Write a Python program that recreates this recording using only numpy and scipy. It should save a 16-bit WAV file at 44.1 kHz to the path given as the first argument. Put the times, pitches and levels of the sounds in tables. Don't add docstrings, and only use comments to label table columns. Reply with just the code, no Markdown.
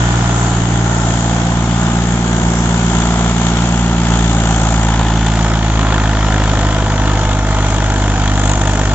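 import sys
import numpy as np
from scipy import signal
from scipy.fft import rfft, irfft, next_fast_len
from scipy.io import wavfile
from scipy.ndimage import uniform_filter1d, map_coordinates

SR = 44100
rng = np.random.default_rng(int(sys.argv[2]) if len(sys.argv) > 2 else 0)


def decibels_to_gain(level_db):
    exponent = np.asarray(level_db, float) / 20
    return 10 ** exponent


def bounce(signal):
    frames = np.transpose(np.atleast_2d(signal))
    limited = np.clip(frames, -1, 1)
    pcm = np.round(limited * 32767).astype(np.int16)
    wavfile.write(sys.argv[1], SR, pcm)


N = 394254
T = np.arange(N) / SR


def along(points, hz):
    f, v = np.transpose(points)
    return np.interp(np.log(hz + 1), np.log(f + 1), v)


def curves(rows, t=T):
    s, *columns = np.transpose(rows)
    return [np.interp(t, s, column) for column in columns]


def bumps(rows):
    return sum(db * np.exp(-((T - s) / half_s) ** 2) for s, db, half_s in rows)


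def unit(x):
    return x / np.sqrt(np.mean(x ** 2) + 1e-20)


def wobble(rate):
    coarse = np.arange(0, N + 64, 64)
    knots = rng.standard_normal(int(N * rate / SR) + 4)
    return np.interp(np.arange(N), coarse, map_coordinates(knots, [coarse * rate / SR]))


def filtered(x, response):
    m = next_fast_len(N + 8192)
    return irfft(rfft(x, m) * response(np.fft.rfftfreq(m, 1 / SR)), m)[..., :N]


def ringing(x, modes):
    def body(hz):
        total = 0
        for k, (centre, width, db) in enumerate(modes):
            damping = 1j * hz * width
            total = total + (-1) ** k * decibels_to_gain(db) * damping / (centre * centre - hz * hz + damping)
        return total
    return unit(filtered(x, body))


# time in seconds, left port lag in ms, ports alike up to this
# frequency in Hz, frontness 0-1, blur of the nearby moving parts (a factor, larger when close).
LISTENER_PATH = [(0, 0.11, 680, 0.7, 4.9), (.4, 0.047, 940, .2, 4.9), (.7, -0.11, 1120, 0.2, 3.1),
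                 (1.5, -0.1, 1310, .05, 2.3), (2.4, -0.12, 1540, 0, 1.8), (3.6, -0.095, 2140, 0, 1.5),
                 (4.8, -0.1, 2420, 0, 0.77), (5.5, 0.071, 2600, 0.1, 0.57), (6.2, 0.043, 2840, 0.83, 0.7),
                 (7.3, 0.071, 3020, 0.34, 0.68), (8.94, 0.067, 3120, 0.6, 0.49)]


def walk(t=T):
    return curves(LISTENER_PATH, t)


PLACE_TIMES = [.8, 2.8, 4.6, 6.6]


def at_places(levels_db):
    return np.interp(T, PLACE_TIMES, levels_db)


# time in seconds, firing rate in Hz.
FIRING_RATE = [(0.0, 59.09), (0.5, 58.17), (1.05, 57.53), (1.7, 57.85), (2.1, 58.35), (2.5, 57.96),
               (3.2, 58.02), (3.85, 58.44), (4.55, 55.87), (4.9, 55.46), (5.3, 55.39), (5.6, 54.9),
               (5.95, 52.96), (6.3, 52.17), (6.65, 52.03), (7.1, 51.07), (8.4, 50.4), (8.94, 50.01)]


def firing_rate():
    return curves(FIRING_RATE)[0]


def firings():
    return np.cumsum(firing_rate()) / SR + 3 - .13


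# time in seconds, effort in dB.
GOVERNOR = [(0, 2), (.35, 0), (.8, -1), (2.3, -.7), (2.6, .6), (3.3, .8), (4.0, 1.5), (4.15, 4.2),
            (4.8, 4.3), (5.5, 3.5), (6.3, 5), (6.9, 3.3), (7.8, 3.6), (8.94, 3.5)]


def effort():
    return curves(GOVERNOR)[0]


# time in seconds, change in dB, half length in seconds.
FEED_LURCHES = [(.85, -0.5, 0.083), (2.2, -1.5, .04), (3.35, -2.5, 0.025), (3.97, -0.5, .04),
                (4.15, 1, .05), (5.6, -2, 0.014), (6.2, -1.5, 0.018), (6.85, -1.5, 0.098),
                (7.1, 0.5, 0.039), (7.42, -2.5, .05), (8.17, -1, 0.052), (8.48, 2, 0.056), (8.6, -1, 0.038)]


def lurches():
    return bumps(FEED_LURCHES)


# frequency in Hz, level in dB.
LOW_TURBULENCE = [(12, -29), (22, -7.5), (32, -12.5), (55, 0), (90, -3), (160, -2.5), (230, -6.5),
                  (320, -9), (450, -21.5), (800, -55.5)]


def turbulence():
    return unit(filtered(rng.standard_normal((2, N)), lambda hz: decibels_to_gain(along(LOW_TURBULENCE, hz))))


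def wind():
    return decibels_to_gain(-38 + 1.5 * wobble(3)) * turbulence()


# frequency in Hz, density in dB per Hz.
RUSH_SPECTRUM = [(150, -33), (300, -5), (500, -15), (750, -8), (1100, -11.5), (1500, -12), (2550, -15),
                 (3400, -18.5), (4800, -21), (5600, -18), (7000, -13.5), (8000, -22), (9000, -59)]
# time in seconds, rise in dB, half length in seconds.
RUMBLE_GUSTS = [
    (6.15, -1.5, 0.34),
    (7.4, 0.5, .2),
    (8.57, 7, .08),
    (8.9, 0.5, 0.14),
]


def thresher():
    z = signal.stft(rng.standard_normal((2, N)), nperseg=512)[2]
    field = uniform_filter1d(rng.standard_normal(z.shape[1:]), size=6, axis=0)
    field = uniform_filter1d(field, size=12, axis=1)
    patchy = signal.istft(z * decibels_to_gain(2.0 * unit(field)), nperseg=512)[1][:, :N]
    rush = unit(filtered(patchy, lambda hz: decibels_to_gain(along(RUSH_SPECTRUM, hz))))
    rumble_db = -28 + bumps(RUMBLE_GUSTS) + 1.5 * wobble(6)
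    return decibels_to_gain(-28 + .6 * wobble(2)) * rush + decibels_to_gain(rumble_db) * turbulence()


# multiple of the firing rate, then level in dB heard at each of the four places.
BLADE_TONES = [(1.165, -46, -39, -41, -43), (2.863, -37, -30, -30, -33), (3.7, -44, -38, -39, -40),
               (5.726, -46, -44, -40, -44)]


def blower():
    turn, out = 2 * np.pi * firings(), np.zeros(N)
    for multiple, *db in BLADE_TONES:
        level = np.sqrt(2) * decibels_to_gain(at_places(db) + wobble(6))
        out += level * np.cos(multiple * turn + .1 * wobble(5))
    return out


# time in seconds, closeness 0-1.
CLOSENESS = [
    (.45, 1),
    (1.0, 0.64),
    (1.7, 0.34),
    (2.6, 0.1),
]
# order, level in dB at free speed, level in dB when dragged down,
# share of the effort 0-1, change in dB right beside the block.
MAIN_ORDERS = [(1, -20.1, -20.1, 1, 0), (2, -20.8, -19.5, .2, 4.8), (3, -18.2, -26.5, .3, -3.5),
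               (4, -23.3, -29, .15, -20)]


def pipe():
    free_hz, dragged_hz = 58, 52.3
    drag = np.clip((free_hz - firing_rate()) / (free_hz - dragged_hz), 0, 1)
    effort_db, close, lurch_db = effort(), curves(CLOSENESS)[0], lurches()
    levels = []
    for order, free, dragged, share, near in MAIN_ORDERS:
        db = free + (dragged - free) * drag + share * effort_db
        levels.append((order, db + near * close ** (order - 1) + lurch_db / 2))
    return levels


# multiple of the firing rate, then level in dB heard at each of the four places.
WEAK_ORDERS = [(0.667, -43, -43, -47, -45), (1.333, -44, -44, -41, -37), (2.333, -40, -39, -45, -38),
               (2.667, -36, -50, -50, -50), (3.333, -36, -33, -38, -46), (3.667, -33, -34, -38, -42),
               (4.333, -37, -39, -37, -50), (5.0, -30, -40, -31, -29), (5.333, -46, -38, -37, -45),
               (5.667, -38, -39, -42, -38), (6.0, -35, -37, -36, -33), (6.333, -45, -37, -39, -47),
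               (6.667, -39, -39, -44, -41), (7.0, -44, -40, -46, -47), (9.667, -50, -50, -45, -40),
               (10.0, -50, -39, -44, -50), (12.0, -38, -40, -41, -43), (12.667, -48, -43, -41, -35),
               (13.0, -41, -41, -38, -40), (14.0, -37, -38, -35, -50), (15.0, -38, -38, -42, -46),
               (15.667, -46, -38, -50, -44), (16.0, -48, -40, -38, -43), (17.333, -40, -40, -44, -36)]


def exhaust():
    turn, front = 2 * np.pi * firings(), walk()[2]
    weaker = [(multiple, at_places(db)) for multiple, *db in WEAK_ORDERS]
    out = np.zeros(N)
    for multiple, db in [*pipe(), *weaker]:
        order = round(3 * multiple) / 3
        from_front = (.2 + .9 * front) / order ** 3
        side_delay = 1.6 * (1 - front) * min(order / 4, 1.3) ** 3
        shift = from_front - side_delay
        if order % 1 or order > 7:
            shift = rng.uniform(0, 2 * np.pi)
        unsteady = min(order, 5)
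        level = np.sqrt(2) * decibels_to_gain(db + (.16 + .26 * front) * unsteady * wobble(14))
        jitter = (.02 + .025 * front) * unsteady * wobble(9)
        out += level * np.cos(order * turn + shift + jitter)
    return out


def repeating(change):
    rows, cycle = np.arange(N) * change / SR, 2300
    table = rng.standard_normal((2, int(rows[-1]) + 2, cycle + 1))
    where = [rows, firings() / 3 % 1 * cycle]
    return unit(np.array([map_coordinates(page, where, order=1) for page in table]))


def bursts(accent, late, rise, fall, scatter_db, steady):
    count = firings() - late
    which, u = count.astype(int), count % 1
    front, blur = walk()[2:]
    size = decibels_to_gain(accent + scatter_db * rng.standard_normal(len(accent)))
    decay = np.exp(-u / (fall * (1 - 0.29 * front)))
    gate = size[which] * (1 - np.exp(-u / rise)) ** 2 * decay
    gate = gate / uniform_filter1d(gate, size=SR) + steady * blur
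    return gate / np.sqrt(np.abs(uniform_filter1d(gate ** 2, size=SR)))


def raps(accent, late, jitter_ms, scatter_db):
    count, out = firings() - late, np.zeros((2, N + SR))
    which = np.arange(int(count[0]) + 1, int(count[-1]))
    for row in out:
        for delay_ms, db in [(0, -2.5), (1.3, -6.5)]:
            chance = rng.standard_normal((len(which), 2))
            at = np.searchsorted(count, which) + (delay_ms + jitter_ms * chance[:, 0]) * SR / 1000
            blow = decibels_to_gain(accent[which] + db + scatter_db * chance[:, 1])
            np.add.at(row, np.abs(at).astype(int), blow)
    return out[:, :N]


CYLINDER_KNOCK = [.9, -.3, -.6]
# time in seconds, extra level in dB.
HARD_FIRINGS = [(5.263, 4), (5.444, 3), (5.792, 4), (5.94, 4), (7.389, 5), (7.744, 4), (7.9, 4), (8.275, 4),
                (8.613, 4), (8.654, 1), (8.673, 2)]


def firing_accents():
    count = firings()
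    total = int(count[-1]) + 2
    accent = np.resize(CYLINDER_KNOCK, total) + .8 * rng.standard_normal(total)
    for s, extra_db in HARD_FIRINGS:
        accent[int(count[round(s * SR)] + .3)] += extra_db
    return accent


# frequency in Hz, width in Hz, level in dB.
INJECTOR_MODES = [(5420, 4300, -13), (6820, 950, 6.5), (7800, 540, 5)]
# time in seconds, level in dB.
INJECTOR_FACING = [(0, -0.5), (1.3, -1), (1.6, -3.5), (2.1, -1), (2.8, -0.5), (3.7, -.5), (3.95, -4.5),
                   (4.1, -0.5), (4.7, 0.5), (5.05, -5), (5.35, -2.5), (5.7, -6.5), (7.1, -5), (8.3, -3.5),
                   (8.45, 0.5), (8.94, -2.5)]


def facing():
    return curves(INJECTOR_FACING)[0]


def injector_tick(accent):
    tick_db = -32 + 1.3 * facing() + 1.6 * lurches() + .9 * wobble(7)
    gate = bursts(accent, late=-.05, rise=.22, fall=.15, scatter_db=1.1, steady=.9)
    return decibels_to_gain(tick_db + 4.5) * ringing(gate * rng.standard_normal((2, N)), INJECTOR_MODES)


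# frequency in Hz, width in Hz, level in dB.
VALVE_MODES = [(2150, 310, -3), (3040, 360, -1.5), (3400, 340, 2), (4150, 3000, -10.5)]
# time in seconds, rise in dB, half length in seconds.
VALVE_PASSES = [
    (3.6, 2.5, .7),
    (5.9, 2, 1.1),
]


def valve_clatter(accent, locked):
    valve_db = -36 + bumps(VALVE_PASSES) + .25 * effort() + 1.6 * lurches() + 0.21 * facing() + wobble(5)
    gate = bursts(accent, late=0, rise=.12, fall=0.23, scatter_db=1.5, steady=1.0)
    strikes = gate * (0.31 * locked + 0.99 * rng.standard_normal((2, N)))
    return decibels_to_gain(valve_db + 3.5) * ringing(strikes, VALVE_MODES)


# frequency in Hz, width in Hz, level in dB.
BONNET_MODES = [(860, 190, -1), (1330, 210, -2), (1780, 150, 4), (2090, 360, -11), (3050, 370, -9)]


def bonnet_ping(accent, knock_db):
    blows = raps(accent, late=.14, jitter_ms=.25, scatter_db=1.1)
    return decibels_to_gain(knock_db - 14 + 6.5 * walk()[2]) * ringing(blows, BONNET_MODES)


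# frequency in Hz, width in Hz, level in dB.
BLOCK_MODES = [(336, 230, -3.5), (679, 108, 3), (784, 125, 3.5), (883, 98, 4), (980, 101, 1),
               (1354, 293, 0), (1683, 700, -9)]


def combustion_knock(accent, locked, knock_db):
    blow = .7 * locked + .7 * rng.standard_normal((2, N))
    gate = bursts(accent / 2, late=0.0074, rise=0.021, fall=0.26, scatter_db=1, steady=3.0)
    return decibels_to_gain(knock_db - 3.5) * ringing(gate * blow, BLOCK_MODES)


def clatter():
    knock_db = -19 + 0.12 * effort() + 1.4 * lurches() + 0.73 * wobble(7)
    accent, locked = firing_accents(), repeating(change=2.2)
    block = combustion_knock(accent, locked, knock_db) + bonnet_ping(accent, knock_db)
    return block + valve_clatter(accent, locked) + injector_tick(accent)


# frequency in Hz, left minus right in dB.
PORT_DIFFERENCE = [(60, -.4), (900, -.4), (1300, -1), (1900, -2), (2300, 1), (2800, 7), (3400, 9),
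                   (4300, 7), (5500, 3), (6600, 5), (7400, 3), (8000, -1)]


def ports(shared, differing):
    hz, t, z = signal.stft(np.array([shared, differing]), SR, nperseg=256)
    lag_ms, alike_hz, *_ = walk(t)
    hz = hz[:, None]
    treble_alike = np.clip(0.57 * (hz / 8000) ** 14, 0, .95)
    coherence = np.maximum(1 / (1 + (hz / alike_hz) ** 2), treble_alike)
    angle = np.arccos(coherence) / 2
    half = np.exp(-1j * np.pi * hz * lag_ms / 1000) * decibels_to_gain(along(PORT_DIFFERENCE, hz) / 2)
    mid, side = np.cos(angle) * z[0], np.sin(angle) * z[1]
    pair = np.array([(mid + side) * half, (mid - side) / half])
    return signal.istft(pair, SR, nperseg=256)[1][:, :N]


def scene():
    shared, differing = clatter() + thresher()
    return ports(shared + exhaust() + blower(), differing) + wind()


def low_pass(x):
    return signal.sosfilt(signal.butter(12, 8990, fs=SR, output="sos"), x)


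def record(dry):
    x = dry / (1 + np.abs(dry / .98) ** 6) ** (1 / 6)
    mix = filtered(x, lambda hz: 1 / (1 + (hz / 7760) ** 85))
    return low_pass(mix)


dry = scene()
out = record(dry)
bounce(out)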